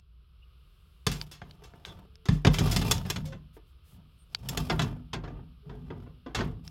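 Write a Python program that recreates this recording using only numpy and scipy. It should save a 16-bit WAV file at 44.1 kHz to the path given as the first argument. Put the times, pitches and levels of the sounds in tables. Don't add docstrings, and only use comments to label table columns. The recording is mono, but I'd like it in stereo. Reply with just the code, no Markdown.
import sys
import numpy as np
from scipy import signal
from scipy.fft import rfft, irfft
from scipy.io import wavfile
from scipy.ndimage import uniform_filter1d

SR = 44100
rng = np.random.default_rng(int(sys.argv[2]) if len(sys.argv) > 2 else 0)


def wav_record(signal):
    frames = np.transpose(np.atleast_2d(signal))
    bounded = np.clip(frames, -1, 1)
    quanta = np.round(bounded * 32767).astype(np.int16)
    wavfile.write(sys.argv[1], SR, quanta)


N = 295470
HZ = np.fft.rfftfreq(N, 1 / SR)

# (frequency [Hz], level per Hz [dB])
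ROOM_SPECTRUM = [(20, -22.5), (32, -2.5), (64, 9), (95, -7.5), (170, -8.5), (230, -29), (400, -21.5),
                 (560, -28.5), (850, -35), (1250, -20.5), (1850, -37.5), (2900, -23), (5200, -35),
                 (6500, -53.5), (11500, -40), (16000, -48)]
ROOM_DB = -55.5

# (time [s], pitch [Hz], level [dB], length [s])
SQUEAKS = [(0.416, 2830, -58, 0.033), (1.854, 3510, -47, 0.085), (1.88, 440, -67, 0.85),
           (2.455, 508, -39, 0.078), (3.24, 535, -48, 0.14), (4.177, 8950, -63.5, 0.073),
           (5.621, 420, -50.5, 0.22), (6.4, 1510, -32.5, 0.023)]

# (start [s], length [s], level [dB])
HISS_SWELLS = [(.45, 1, -75.5), (3.527, .06, -63.5), (3.645, 0.096, -74), (3.83, 0.16, -62.5),
               (4.025, 0.37, -77.5)]
# (frequency [Hz], level per Hz [dB])
HISS_SPECTRUM = [(1500, -7), (3500, -1), (6500, -8.5), (11000, -2), (16000, -5.5)]

# (time [s], thud [dB], level [dB], brightness [dB per octave], ring time at 1 kHz [s], after-ring [dB])
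KNOCKS = [(1.066, -24, -21, 3, 0.043, -18), (1.115, -30, -34.5, 5, 0.032, -11.5),
          (1.313, -67, -47.5, 4.5, 0.029, -6), (1.416, -43.5, -42.5, -3.5, 0.03, -20),
          (1.637, -63, -51.5, 3.5, 0.036, -10.5), (1.736, -50.5, -53, -7, 0.022, -27),
          (1.853, -65, -50, 2, 0.028, -3), (2.255, -59, -40.5, 1, 0.058, -14.5),
          (2.286, -15.5, -26, -0.5, 0.029, -19.5), (2.325, -22, -51.5, 4, .025, -6.5),
          (2.448, -21.5, -21.5, -2, .055, -19.5), (2.468, -12.5, -20.5, -1.1, 0.048, -22),
          (2.54, -34, -30.5, 2, .044, -11), (2.585, -23, -30, 3, 0.094, -14),
          (2.606, -23, -42.5, -9, 0.07, -20), (2.671, -27, -40, -0.5, .044, -5.5),
          (2.711, -29, -38.5, 5.5, 0.022, -1), (2.762, -23.5, -20.5, 4, 0.027, -20.5),
          (2.813, -46, -35.5, 1, 0.11, -20), (2.868, -31.5, -42.5, 3.5, 0.056, -19),
          (2.911, -63, -20, 5.5, .06, -20), (3.05, -39.5, -47, -2, 0.052, -4),
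          (3.1, -63, -27, 4.5, 0.055, -20.5), (3.159, -32, -36.5, 1, 0.088, -21),
          (3.253, -50, -50.5, 5, 0.016, -6), (3.322, -45.5, -50.5, -1.5, 0.13, -12.5),
          (3.566, -57.5, -59.5, -8, .068, -17.5), (4.487, -39, -35.5, 7, 0.055, -20),
          (4.573, -24, -25, 4, 0.038, -26), (4.697, -28, -29, -2.9, 0.13, -17.5),
          (4.793, -25, -24.5, -0.6, 0.04, -15), (4.817, -34, -35, 1.5, 0.11, -28),
          (5.131, -28.5, -35, -1, 0.16, -22), (5.236, -39.5, -51, -5.5, 0.18, -11),
          (5.277, -43, -49, -6, .045, -13), (5.694, -35, -54, -6.5, 0.05, -7),
          (5.902, -35.5, -50.5, -9.5, 0.07, -10.5), (6.061, -52, -68.5, -9.5, 0.16, -11.5),
          (6.261, -41.5, -50, -7.5, 0.069, -9), (6.347, -32.5, -31, 0.5, 0.098, -7.5),
          (6.385, -25, -40.5, -4, 0.065, -3.5), (6.406, -38, -35.5, -4, 0.079, -19)]
# (frequency [Hz], level [dB])
BLOW_SPECTRUM = [(300, -4), (520, -5), (1000, 1), (1600, 2.5), (2600, 0.5), (4300, 3), (7000, -5.5),
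                 (11000, -12), (15000, -16.5)]
PIVOT_HZ = 2500
# (frequency [Hz], width [Hz], level over the dense modes [dB])
METAL_MODES = [(256, 54, -1), (421.6, 60, 4.5), (706, 28, -1), (904, 26, -4), (1034, 44, -7.5),
               (1183, 37, -3.5), (1720, 32, -11.5), (1747, 9.3, -0.5), (2083, 23, -14), (2690, 22, 5),
               (3476, 310, 3), (3780, 12, -9.5), (4310, 41, -7), (5020, 160, 2.5), (5430, 70, 6.5),
               (5843, 50, -6.5), (6380, 78, -3.5), (6560, 550, -5), (6940, 25, 6.5), (7396, 51, 11.5),
               (10150, 220, -1), (11510, 230, -1.5)]
# (frequency [Hz], level [dB], time to fall 60 dB [s])
PANEL_MODES = [(45.5, -9, 0.39), (94, -11.5, 0.22), (122.6, 12, 0.053), (148.86, -2.5, 0.28),
               (173, 3, 0.12), (240.6, -7.5, 0.18), (278, -14.5, .25)]
# (frequency [Hz], level [dB], time to fall 60 dB [s])
PIPE_MODES = [(49.5, -13, 0.39), (80.6, -1, 0.091), (104.4, 1, 0.11), (130.6, 1.5, 0.12),
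              (157.5, -5.5, 0.27), (191, -7.5, 0.15), (247.5, -9, 0.25), (300.5, -21.5, 0.31)]
ON_PIPE_S = 4.25

# (start [s], length [s], shaking [dB], rubbing [dB], grit [dB])
SLIDES = [(1.113, 0.1, -44, -58.5, -55), (1.423, 0.12, -55.5, -66, -71), (1.585, 0.26, -62.5, -62.5, -73),
          (1.853, 0.11, -49, -56.5, -67), (2.316, .05, -47, -70, -59.5), (2.501, 0.061, -36, -50, -46),
          (2.567, 0.38, -27.5, -42, -44), (3.038, 0.078, -41, -56.5, -53.5), (3.148, .09, -35, -55, -63.5),
          (3.912, 0.058, -48.5, -67, -80), (4.294, 0.11, -56, -63.5, -63.5), (4.397, 0.11, -41, -55, -61),
          (4.484, .08, -43.5, -44.5, -52), (4.575, 0.085, -38.5, -51.5, -50.5),
          (4.689, 0.17, -31.5, -45, -56), (5.165, 0.21, -42, -57, -90), (5.644, .4, -44, -64.5, -79),
          (6.355, 0.1, -31.5, -52.5, -62), (6.63, .09, -55, -69, -62)]
SHAKING, RUBBING, GRITTING = 2, 3, 4
GRIP_S = 0.038
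SHAKE_FADE_DB_PER_S, RUB_FADE_DB_PER_S, GRIT_FADE_DB_PER_S = 87.5, 140, 200.5
# (frequency [Hz], level per Hz [dB])
RUB_SPECTRUM = [(200, -29), (300, 1), (450, 1), (700, 1), (1300, -4), (2200, -16.5), (3200, -20.5),
                (6000, -70.5)]
# (frequency [Hz], level per Hz [dB])
GRIT_SPECTRUM = [(1200, -46), (2500, 3.5), (3500, 0), (5000, 1.5), (7000, -9), (8500, -5.5), (12000, -3.5),
                 (16000, -7)]

# (time [s], level [dB], pitch
TICKS = [(1.2133, -26.5, 1.115, 2.8), (1.4182, -42.5, 0.4, 1.1), (1.5103, -45, 0.99, 1.1),
         (1.85, -33, 0.83, 2), (2.156, -48.5, 1.19, 0.36), (2.4506, -24, .6, .8),
         (2.5854, -24.5, 0.75, 0.26), (2.981, -34, 1.3, 0.49), (4.3477, -20, 1.05, 1.9),
         (6.678, -38, 1.26, 0.12)]
# (frequency [Hz], level [dB], time to fall 60 dB [s])
SNAP_MODES = [(1390, -11.5, 0.02), (2260, -14.5, 0.0091), (3280, 7.5, 0.01), (4280, 27, 0.0055),
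              (5700, -2.5, 0.0028), (9100, -32, 0.0018)]
SNAP_AFTER_T60 = 0.03

# (frequency [Hz], level [dB])
BALANCE_DB = [(200, 1), (700, 1), (1300, 6), (2400, 5), (4400, 13.5), (7500, 12.5), (10000, 5.5),
              (15000, -0.5)]
# (frequency [Hz], likeness [0-1])
SAME = [(100, 1), (300, 0.4), (600, 0.2), (1200, 0.2), (4000, 0), (14000, 0)]
EDGE_HZ = 16100


def amp(db):
    return 10 ** (np.asarray(db) / 20)


def unit(x):
    return x / np.sqrt(np.mean(x ** 2) + 1e-20)


def read(points, hz):
    f, value = np.transpose(points)
    return np.interp(np.log(hz + 1), np.log(f), value)


def add(mix, s, sound):
    part = mix[..., round(s * SR):][..., :sound.shape[-1]]
    part += sound[..., :part.shape[-1]]


def pair(two):
    a, b = rfft(two)
    same = np.clip(read(SAME, HZ), 0, 1)
    return np.array([a, same * a + np.sqrt(1 - same ** 2) * b])


def coloured(two, spectrum):
    return unit(irfft(pair(two) * amp(read(spectrum, HZ)), N))


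def high_pass(x, hz, order=2):
    return signal.sosfilt(signal.butter(order, hz, "highpass", fs=SR, output="sos"), x)


def ring(modes, t, pitch=1):
    total = 0
    for hz, db, t60 in modes:
        total = total + amp(db - 60 * t / t60) * np.sin(2 * np.pi * hz * pitch * t)
    return total


def room(swell_s=0.54, start_db=-8):
    air = amp(ROOM_DB) * coloured(rng.standard_normal((2, N)), ROOM_SPECTRUM)
    hiss = irfft(rfft(air) * HZ ** 4 / (HZ ** 4 + 250 ** 4), N)
    hiss_gain = amp(np.interp(np.arange(N) / SR, [0, swell_s], [start_db, 0]))
    return air + hiss * (hiss_gain - 1)


def squeaks(unsteady=0.04):
    out = np.zeros(N)
    for s, hz, db, length in SQUEAKS:
        t = np.arange(round(length * SR)) / SR
        waver = 1 + unsteady * unit(uniform_filter1d(rng.standard_normal(len(t)), 120))
        note = np.sin(2 * np.pi * np.cumsum(hz * waver) / SR)
        swell = np.sin(np.pi * t / length)
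        add(out, s, amp(db) * swell * note)
    return out


def hiss_swells():
    gain = np.zeros(N)
    for s, length, db in HISS_SWELLS:
        add(gain, s, amp(db) * np.sin(np.linspace(0, np.pi, round(length * SR))))
    return gain * coloured(rng.standard_normal((2, N)), HISS_SPECTRUM)


def blow_db(hz, level_db, brightness, reach=0.47):
    octaves = ((hz / PIVOT_HZ) ** reach - 1) / (reach * np.log(2))
    return level_db + read(BLOW_SPECTRUM, hz) + brightness * octaves


def cavity(x, reach_s=0.008, count=9, echo=0.27):
    size = x.shape[1]
    hz = np.fft.rfftfreq(size, 1 / SR)
    taps = np.zeros(size)
    delays = (rng.uniform(0.15, 1, count) * reach_s * SR).astype(int)
    taps[delays] = echo * rng.choice([-1, 1], count)
    share = hz / (hz + 500)
    combed = 1 + rfft(taps) * share
    evened = np.sqrt(1 + count * (echo * share) ** 2)
    return irfft(rfft(x) * combed / evened, size)


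def knocks(after_t60=0.34, damping=0.32, rise_s=0.002, top_db=-3):
    centres = np.geomspace(290, 15000, 12)
    step = np.log(centres[1] / centres[0])
    t, out = np.arange(SR // 2) / SR, np.zeros((2, N))
    white = pair(rng.standard_normal((2, N)))
    clouds = []
    for hz in centres:
        distance = np.clip(np.log((HZ + 1) / hz) / step, -1, 1)
        band = irfft(white * np.cos(np.pi / 2 * distance), N)
        clouds.append(unit(band) / np.sqrt(3))
    for s, _, db, brightness, t60, after_db in KNOCKS:
        start = rng.integers(N - len(t))
        blow = np.zeros((2, len(t)))
        for hz, cloud in zip(centres, clouds):
            life = (hz / 1000) ** -damping
            direct = amp(-60 * t / (t60 * life))
            after = amp(after_db - 60 * t / (after_t60 * life))
            fall = np.sqrt(direct ** 2 + after ** 2)
            swell = 1 - np.exp(-t / (rise_s * life))
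            gain = amp(blow_db(hz, db, brightness) + top_db * (hz / EDGE_HZ) ** 2)
            blow += gain * fall * swell * cloud[:, start:start + len(t)]
        add(out, s, cavity(blow))
    return out


def metal(x):
    body = 1 + sum(amp(db) / (1 + 2j * (HZ - hz) / width) for hz, width, db in METAL_MODES)
    return irfft(rfft(x) * body, N)


def slide(column, fade_db_per_s):
    gain = np.zeros(N)
    for row in SLIDES:
        start, length = row[:2]
        t = np.arange(round((length + 1) * SR)) / SR
        grip = np.minimum(t / GRIP_S, 1)
        add(gain, start, grip * amp(row[column] - fade_db_per_s * np.maximum(t - length, 0)))
    return gain


def booming(modes, touching, thud_db, shake_db, spread_s, push_s=0.00063, late_s=0.0021, lowest_hz=38):
    t = np.arange(SR) / SR
    filling = 1 - np.exp(-t / spread_s)
    push = t * np.exp(-t / push_s)
    boom = high_pass(signal.fftconvolve(ring(modes, t) * filling, push)[:SR], lowest_hz)
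    boom /= np.sqrt(np.mean(boom[:SR // 25] ** 2))
    thuds = np.zeros(N)
    for s, db, *_ in KNOCKS:
        if touching[round(s * SR)]:
            add(thuds, s + late_s, amp(db + thud_db) * boom)
    judder = signal.fftconvolve(rng.standard_normal(N), boom)[:N]
    judder /= np.sqrt(uniform_filter1d(judder ** 2, SR // 10))
    return thuds + amp(shake_db) * slide(SHAKING, SHAKE_FADE_DB_PER_S) * touching * judder


def scrape(catches_per_s=400, spread_db=4.5, smooth=0.4, flutter_db=2, catch_s=0.0025, shifts_per_s=4):
    caught = rng.random(N) < catches_per_s / SR
    size = amp(spread_db * np.minimum(rng.exponential(1, N), 4)) * caught
    power = signal.lfilter([1], [1, -np.exp(-1 / (catch_s * SR))], size ** 2)
    catches = (unit(np.sqrt(power)) + smooth) * rng.standard_normal((2, N))
    flutter = uniform_filter1d(uniform_filter1d(rng.standard_normal(N), 500), 300)
    pressure = amp(flutter_db * unit(flutter))
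    rub = slide(RUBBING, RUB_FADE_DB_PER_S) * coloured(catches, RUB_SPECTRUM)
    grit = slide(GRITTING, GRIT_FADE_DB_PER_S) * coloured(catches, GRIT_SPECTRUM)
    sound = unit(pressure) * (rub + grit)
    place = np.sin(np.pi * shifts_per_s * np.arange(N) / SR) ** 2
    return cavity(sound * place) + cavity(sound * (1 - place))


def ticks(level_db=-2, second_s=0.0013, contact_s=0.00003, after_db=-16, lowest_hz=1000):
    t, out = np.arange(SR // 10) / SR, np.zeros((2, N))
    answers = rng.standard_normal((len(TICKS), 2, len(t)))
    for (s, db, pitch, second_strength), answer in zip(TICKS, answers):
        first = ring(SNAP_MODES, t, pitch)
        second = ring(SNAP_MODES, np.maximum(t - second_s, 0), pitch)
        snap = first + second_strength * second
        snap = signal.lfilter([1], [1, -np.exp(-1 / (contact_s * SR))], snap)
        snap = high_pass(snap, lowest_hz * pitch, order=3)
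        snap /= np.sqrt(np.mean(snap[:SR // 170] ** 2))
        answer = answer * amp(-60 * t / SNAP_AFTER_T60)
        answer /= np.linalg.norm(answer[0])
        tail = signal.fftconvolve(answer, snap[None], axes=1)[:, :len(t)]
        add(out, s, amp(db + level_db) * (snap + amp(after_db) * tail))
    return out


def scene():
    on_pipe = np.arange(N) / SR > ON_PIPE_S
    panel = booming(PANEL_MODES, ~on_pipe, thud_db=-4, shake_db=-2, spread_s=0.0061)
    pipe = booming(PIPE_MODES, on_pipe, thud_db=-9.5, shake_db=0, spread_s=0.018)
    struck = metal(knocks() + scrape())
    return struck + panel + pipe + ticks() + squeaks() + hiss_swells() + room()


def record(dry, lag_s=0.000085):
    left_over_right = amp(read(BALANCE_DB, HZ))
    right = np.sqrt(2 / (1 + left_over_right ** 2))
    left = right * left_over_right * np.exp(-2j * np.pi * HZ * lag_s)
    heard = irfft(rfft(dry) * np.array([left, right]), N)
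    treble_limit = signal.firwin(401, EDGE_HZ, window=("kaiser", 9), fs=SR)
    return signal.oaconvolve(heard, treble_limit[None], "same")


dry = scene()
out = record(dry)
wav_record(out)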